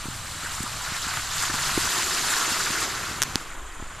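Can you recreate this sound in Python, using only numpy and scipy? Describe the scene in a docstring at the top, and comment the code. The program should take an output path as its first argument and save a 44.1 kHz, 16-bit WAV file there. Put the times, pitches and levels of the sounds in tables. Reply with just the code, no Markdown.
"""Mountain bike on a muddy track

A bike rolls close past a hand-held camera in a wet forest. Its tyres crunch through grit, hiss
and squelch, throwing fine spray when nearest, then rumble away. Soft bumps and a few sharp
clicks knock on the camera, over forest wash and light wind on the microphone."""
import sys
import numpy as np
from scipy import signal
from scipy.fft import rfft, irfft, next_fast_len
from scipy.io import wavfile
from scipy.ndimage import uniform_filter1d, map_coordinates

SR = 44100
rng = np.random.default_rng(int(sys.argv[2]) if len(sys.argv) > 2 else 0)


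def digitize_waveform(pressure):
    """Quantize a signal to 16-bit integers and store it at the path in sys.argv[1].

    Rows of a 2-D input are taken as channels; values are limited to [-1, 1].
    """
    field = np.atleast_2d(pressure).T
    bounded = np.clip(field, -1, 1)
    quanta = np.round(bounded * 32767).astype(np.int16)
    wavfile.write(sys.argv[1], SR, quanta)


N = 176400
TIME_S = np.arange(N) / SR


def amp(db):
    """Decibels to gain."""
    return 10 ** (np.asarray(db) / 20)


def unit(x):
    """Scaled to rms 1."""
    return x / np.sqrt(np.mean(x ** 2) + 1e-20)


def along(points, hz):
    """A curve read on a log frequency axis."""
    freqs, values = np.transpose(points)
    return np.interp(np.log(hz + 1), np.log(freqs + 1), values)


def automation(rows):
    """One value per sample for each column after the time."""
    times, *columns = np.transpose(rows)
    return [np.interp(TIME_S, times, column) for column in columns]


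def wobble(rate_hz):
    """A smooth curve through rate_hz random points a second."""
    return map_coordinates(rng.standard_normal(2048), [np.arange(N) * rate_hz / SR], mode="wrap")


def filtered(x, response):
    """x through an EQ given as gain against frequency."""
    size = next_fast_len(N + SR // 2)
    return irfft(rfft(x, size) * response(np.fft.rfftfreq(size, 1 / SR)), size)[..., :N]


def noise(patchy_db):
    """Two unrelated noises with brief patches of random gain."""
    spectra = signal.stft(rng.standard_normal((2, N)), nperseg=256)[2]
    patches = uniform_filter1d(rng.standard_normal(spectra.shape[1:]), size=6, axis=0)
    patches = unit(uniform_filter1d(patches, size=5, axis=1))
    return unit(signal.istft(spectra * amp(patchy_db * patches), nperseg=256)[1][:, :N])


def grains(count, low_hz, high_hz, cycles, spread_db):
    """Two unrelated streams of tiny damped rings: grit and bursting films of water."""
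    t, out = np.arange(256) / SR, []
    for when, pitch, size, phase in rng.random((2, 4, count, 1)):
        hz = low_hz + (high_hz - low_hz) * pitch
        gain = amp(-spread_db * np.log(np.maximum(size, .004))) * np.sqrt(hz)
        rings = gain * np.sin(2 * np.pi * (hz * t + phase)) * np.exp(-np.log(1000) * hz * t / cycles)
        at = (when * N).astype(int) + np.arange(len(t))
        out.append(np.bincount(at.ravel(), rings.ravel(), N)[:N])
    return unit(np.array(out))


# Stereo image: freq_hz, left_right_correlation
STEREO_IMAGE = [(3400, 1), (3900, 1), (4600, 1), (5600, 0.84), (7500, .56), (13000, .4)]
MONO_BELOW_HZ = STEREO_IMAGE[0][0]


def coloured(pair, eq):
    """EQ two signals into stereo, mid at rms 1: mono in the bass, wide in the treble."""
    def response(hz):
        width = np.tan(np.arccos(along(STEREO_IMAGE, hz)) / 2) * (hz > MONO_BELOW_HZ)
        return amp(along(eq, hz)) * [np.ones_like(hz), width]
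    mid, side = filtered(pair, response)
    return np.array([mid + side, mid - side]) / np.std(mid)


def passing(peak_s, half_width_s):
    """Gain that swells and fades as the bike goes by."""
    return 1 / np.sqrt(1 + ((TIME_S - peak_s) / half_width_s) ** 4)


def spurt(peak_s, half_width_s):
    """Bell-shaped envelope of a burst of liquid."""
    return np.exp(-2 * ((TIME_S - peak_s) / half_width_s) ** 2)


# Gritty midrange: freq_hz, gain_db
CRUNCH_EQ = [(260, -27), (450, -30), (580, -17.5), (664, -12.5), (934, -7.5), (1050, -5), (1350, -2),
             (2580, -10.5), (3000, -14), (3900, -17), (6600, -120)]


def crunch(level_db, trim_db=1):
    """Grit grinds under the tread: rough noise dotted with tiny ticks."""
    bed = noise(patchy_db=-2.5)
    grit = grains(count=5000, low_hz=617, high_hz=3210, cycles=11.7, spread_db=2)
    gain = amp(level_db + trim_db + 1.03 * wobble(rate_hz=70))
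    return gain * coloured(bed + amp(-11 + 1) * grit, CRUNCH_EQ)


# Wet sizzle with the bike ahead, then from alongside onward: freq_hz, gain_db
HISS_AHEAD_EQ = [(1410, -35), (2400, -7), (2590, -8), (2910, -0.5), (3210, -4), (4050, 0.5), (4670, -2.5),
                 (5260, -4), (6530, -4), (7580, -0.5), (10200, -9.5), (12700, -13.5), (14300, -17)]
HISS_ALONGSIDE_EQ = [(1410, -14), (2400, -12.5), (2610, -4.5), (4810, -0.5), (5840, -4), (7090, -0.5),
                     (9480, -10.5), (11400, -11.5), (13100, -15.5), (14300, -27.5)]


def hiss(level_db, trim_db=1.5, crossfade_s=0.81, half_width_s=0.53):
    """Water films burst under the tread; the hiss changes colour as the bike draws level."""
    bed = noise(patchy_db=1.9)
    bursts = grains(count=12000, low_hz=2210, high_hz=13600, cycles=6.3, spread_db=4)
    water = bed + amp(-11) * bursts
    blend = .5 + .5 * np.tanh((TIME_S - crossfade_s) / half_width_s)
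    wet = blend * coloured(water, HISS_ALONGSIDE_EQ) + (1 - blend) * coloured(water, HISS_AHEAD_EQ)
    return amp(level_db + trim_db + 0.4 * wobble(rate_hz=200)) * wet


# Airy top end: freq_hz, gain_db
SPRAY_EQ = [(6000, -30), (9500, -3), (11200, 13), (14000, -3)]


def spray(ground_db):
    """The finest spray, heard while the bike is nearest."""
    gain = amp(-47.5 + ground_db + wobble(rate_hz=25)) * passing(peak_s=2.2, half_width_s=.62)
    return gain * coloured(noise(patchy_db=2), SPRAY_EQ)


# Low body of the tyres: freq_hz, gain_db
TREAD_EQ = [(70, -19), (150, -1.5), (250, 0.5), (380, 5.5), (520, -3.5), (900, -16), (2000, -60)]


def tread(ground_db):
    """The tread rumbles most from behind, just after the pass."""
    gain = amp(-43 + ground_db) * passing(peak_s=2.51, half_width_s=0.59)
    return gain * coloured(noise(patchy_db=-0.8), TREAD_EQ)


# Fader moves of the pass, before trims: time_s, crunch_db, hiss_db
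TYRE_FADERS = [(0.0, -44, -41), (0.2, -42, -40.5), (0.54, -38, -37.5), (0.82, -39, -37),
               (0.93, -33.5, -35.5), (1.01, -38.5, -34.0), (1.09, -33.5, -34.5), (1.29, -37.5, -35.5),
               (1.42, -30.5, -29), (1.5, -34, -32.5), (1.62, -32, -30.5), (1.96, -30.5, -28.5),
               (2.2, -32, -30), (2.4, -29.5, -28.5), (2.56, -31.5, -29), (2.84, -31, -32),
               (2.92, -35, -36.5), (3.12, -36.0, -37.5), (3.42, -42, -45), (3.6, -46.5, -57),
               (3.98, -46.5, -52.5)]


def tyres():
    """Rolling tyres; uneven ground shakes all four layers together."""
    crunch_db, hiss_db = automation(TYRE_FADERS)
    ground_db = .6 * wobble(rate_hz=40)
    contact = crunch(crunch_db + ground_db) + hiss(hiss_db + ground_db)
    return contact + spray(ground_db) + tread(ground_db)


# Ambience bed: freq_hz, gain_db
FOREST_EQ = [(110, -27), (180, -36), (290, -3.5), (403, -9), (433, -8), (493, -5.5), (685, -3), (853, -4),
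             (1040, 1), (1840, -6.5), (2860, -13.5), (3130, -7), (5320, -25), (7000, -6), (11300, -25),
             (14300, -41)]


def forest():
    """The soft, steady wash of the forest."""
    return amp(-43.5 + 0.31 * wobble(rate_hz=10)) * coloured(noise(patchy_db=2.7), FOREST_EQ)


# Wind rumble and the sub-bass buffeting under it: freq_hz, gain_db
RUMBLE_EQ = [(12, -25), (20, 1), (32, -5.5), (59, 0.5), (144, 0.5), (199, -10), (260, -13), (340, -42),
             (570, -120)]
BUFFET_EQ = [(6, -10), (14, -2.5), (32, -13), (70, -19), (200, -60)]
# Gusts: time_s, rumble_offset_db, buffet_db
WIND_FADERS = [(0, -2.5, -47), (.8, -1, -45), (1.7, 2.5, -44), (2.2, -7, -47.5), (3.3, -1, -50),
               (3.65, -16, -36), (4, -4.5, -44.5)]


def wind():
    """A light breeze rumbles and buffets on the microphone."""
    offset_db, buffet_db = automation(WIND_FADERS)
    rumble_gain = amp(-42.5 + offset_db + 1.6 * wobble(rate_hz=11))
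    rumble = coloured(noise(patchy_db=0.7), RUMBLE_EQ)
    top_hz = BUFFET_EQ[-1][0]
    buffet = filtered(rng.standard_normal(N), lambda hz: amp(along(BUFFET_EQ, hz)) * (hz < top_hz))
    return rumble_gain * rumble + amp(buffet_db) * unit(buffet)


def ring(t, hz, t60_s):
    """A damped sine."""
    return np.sin(2 * np.pi * hz * t) * np.exp(-np.log(1000) * t / t60_s)


# Dull knocks on the camera: start_s, peak_db, pitch_hz, t60_s, thud_mix_db
BUMP_CUES = [(0.0556, -24.5, 240, 0.012, -21), (0.085, -20, 195, 0.012, -11), (.605, -19, 195, .02, -1),
             (.637, -26.5, 236, 0.025, -24), (.921, -24.5, 190, 0.012, -10), (1.068, -27, 225, 0.019, -10),
             (1.498, -27.5, 300, 0.022, -17), (1.541, -22.5, 220, 0.016, -13),
             (1.715, -28, 180, 0.022, -12), (1.7763, -12, 333, 0.02, -45), (2.478, -27, 365, .025, -25),
             (2.52, -26, 220, 0.017, -15), (2.7052, -22.5, 245, 0.012, -11), (2.828, -31, 327, 0.021, -31),
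             (3.112, -26, 242, 0.022, -4), (3.279, -31, 263, 0.018, -26), (3.3564, -14, 253, 0.013, -18),
             (3.798, -33, 264, 0.018, -17), (3.825, -24, 254, 0.01, -11)]


def bumps(attack_s=0.00084):
    """Each knock gives a dull ring of a few cycles over a deeper thud; hard ones have an edge."""
    out, t = np.zeros(N + SR), np.arange(SR // 8) / SR
    for start_s, peak_db, pitch_hz, t60_s, thud_mix_db in BUMP_CUES:
        thud = amp(thud_mix_db) * ring(t, hz=119, t60_s=0.028)
        edge = amp(peak_db + 6) * ring(t, hz=860, t60_s=0.0097)
        knock = (ring(t, pitch_hz, t60_s) + thud + edge) * (1 - np.exp(-t / attack_s))
        out[round(start_s * SR):][:len(t)] += amp(peak_db) * knock / np.abs(knock).max()
    return out[:N]


# Flicks of thin mud: peak_s, level_db, half_width_s
SPLASH_CUES = [(0.3, -44, .06), (.545, -38, .04), (0.632, -29, .003), (1.428, -32, .014), (2.315, -28, .03),
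               (2.812, -32, .035)]
# Droplet sparkle: freq_hz, gain_db
SPLASH_EQ = [(1800, -25), (3500, -4), (5500, -6), (7500, 3), (10000, -5.5), (14000, -11)]


def splashes():
    """Thin mud scatters in bright spurts of fine droplets."""
    flow = sum(amp(level_db) * spurt(peak_s, width_s) for peak_s, level_db, width_s in SPLASH_CUES)
    droplets = grains(count=12000, low_hz=3000, high_hz=12900, cycles=7.6, spread_db=1)
    return flow * coloured(droplets, SPLASH_EQ)


# Mud squelches: peak_s, level_db, pitch_hz, half_width_s
SQUELCH_CUES = [(.46, -35, 1590, 0.02), (0.67, -35, 1180, .025), (0.868, -36, 1230, .025),
                (1.435, -30.5, 1400, 0.022), (2.424, -26, 1420, 0.012)]


def squelches(band_ratio=0.31):
    """A tyre presses into mud, squeezing out short, hollow spurts of water."""
    out = np.zeros(N)
    for peak_s, level_db, pitch_hz, half_width_s in SQUELCH_CUES:
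        band = lambda hz: 1 / (1 + ((hz / pitch_hz - 1) / band_ratio) ** 2) ** 2
        hollow = unit(filtered(rng.standard_normal(N), band))
        out += amp(level_db) * hollow * spurt(peak_s, half_width_s)
    return out


def resonance(hz, pitch_hz, width_hz):
    """The response of one damped mode."""
    return 1j * hz * width_hz / (pitch_hz ** 2 - hz ** 2 + 1j * hz * width_hz)


# Ring of the camera's case: pitch_hz, width_hz, gain_db
CASE_MODES = [(1770, 760, -3.5), (3300, 1300, -4)]
# Clicks right at the microphone: start_s, peak_db, pitch_hz, case_mix_db, scrape_mix_db, side_mix_db
CLICK_CUES = [(3.2196, 5.5, 6060, 0.5, -30, -35), (3.2267, 1.5, 5800, -3, -38, -13),
              (3.2341, -2.5, 5360, 5, -16, -11), (3.3569, 2.5, 4630, -2, -44, -50)]


def clicks(scrape_t60_s=0.011):
    """Hard, dry ticks that briefly ring the camera's case; a short scrape follows each."""
    out, t = np.zeros((2, N + SR)), np.arange(2048) / SR
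    hz = np.fft.rfftfreq(len(t), 1 / SR)
    case = sum(amp(db) * resonance(hz, pitch_hz, width_hz) for pitch_hz, width_hz, db in CASE_MODES)
    spread = 2j * np.sqrt(np.clip(1 - along(STEREO_IMAGE, hz), 0, 1)) * (hz > MONO_BELOW_HZ)
    gate = t < t[-1] / 2
    for start_s, peak_db, pitch_hz, case_mix_db, scrape_mix_db, side_mix_db in CLICK_CUES:
        scrape = rng.standard_normal(len(t)) * np.exp(-np.log(1000) * t / scrape_t60_s)
        contact = rfft((t == 0) + amp(scrape_mix_db) * scrape)
        tick = resonance(hz, pitch_hz, width_hz=1500)
        mid = irfft(contact * (tick + amp(case_mix_db) * case))
        side = amp(side_mix_db) * irfft(contact * tick * spread)
        click = np.array([mid + side, mid - side]) * gate / np.abs(mid).max()
        out[:, round(start_s * SR):][:, :len(t)] += amp(peak_db) * click
    return out[:, :N]


def scene():
    """The bike, the knocks and the open air."""
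    return tyres() + squelches() + splashes() + bumps() + clicks() + forest() + wind()


def record(dry):
    """Hard clipping at full scale, then a brick-wall low-pass."""
    return filtered(np.clip(dry, -1, 1), lambda hz: hz < 14400)


dry = scene()
out = record(dry)
digitize_waveform(out)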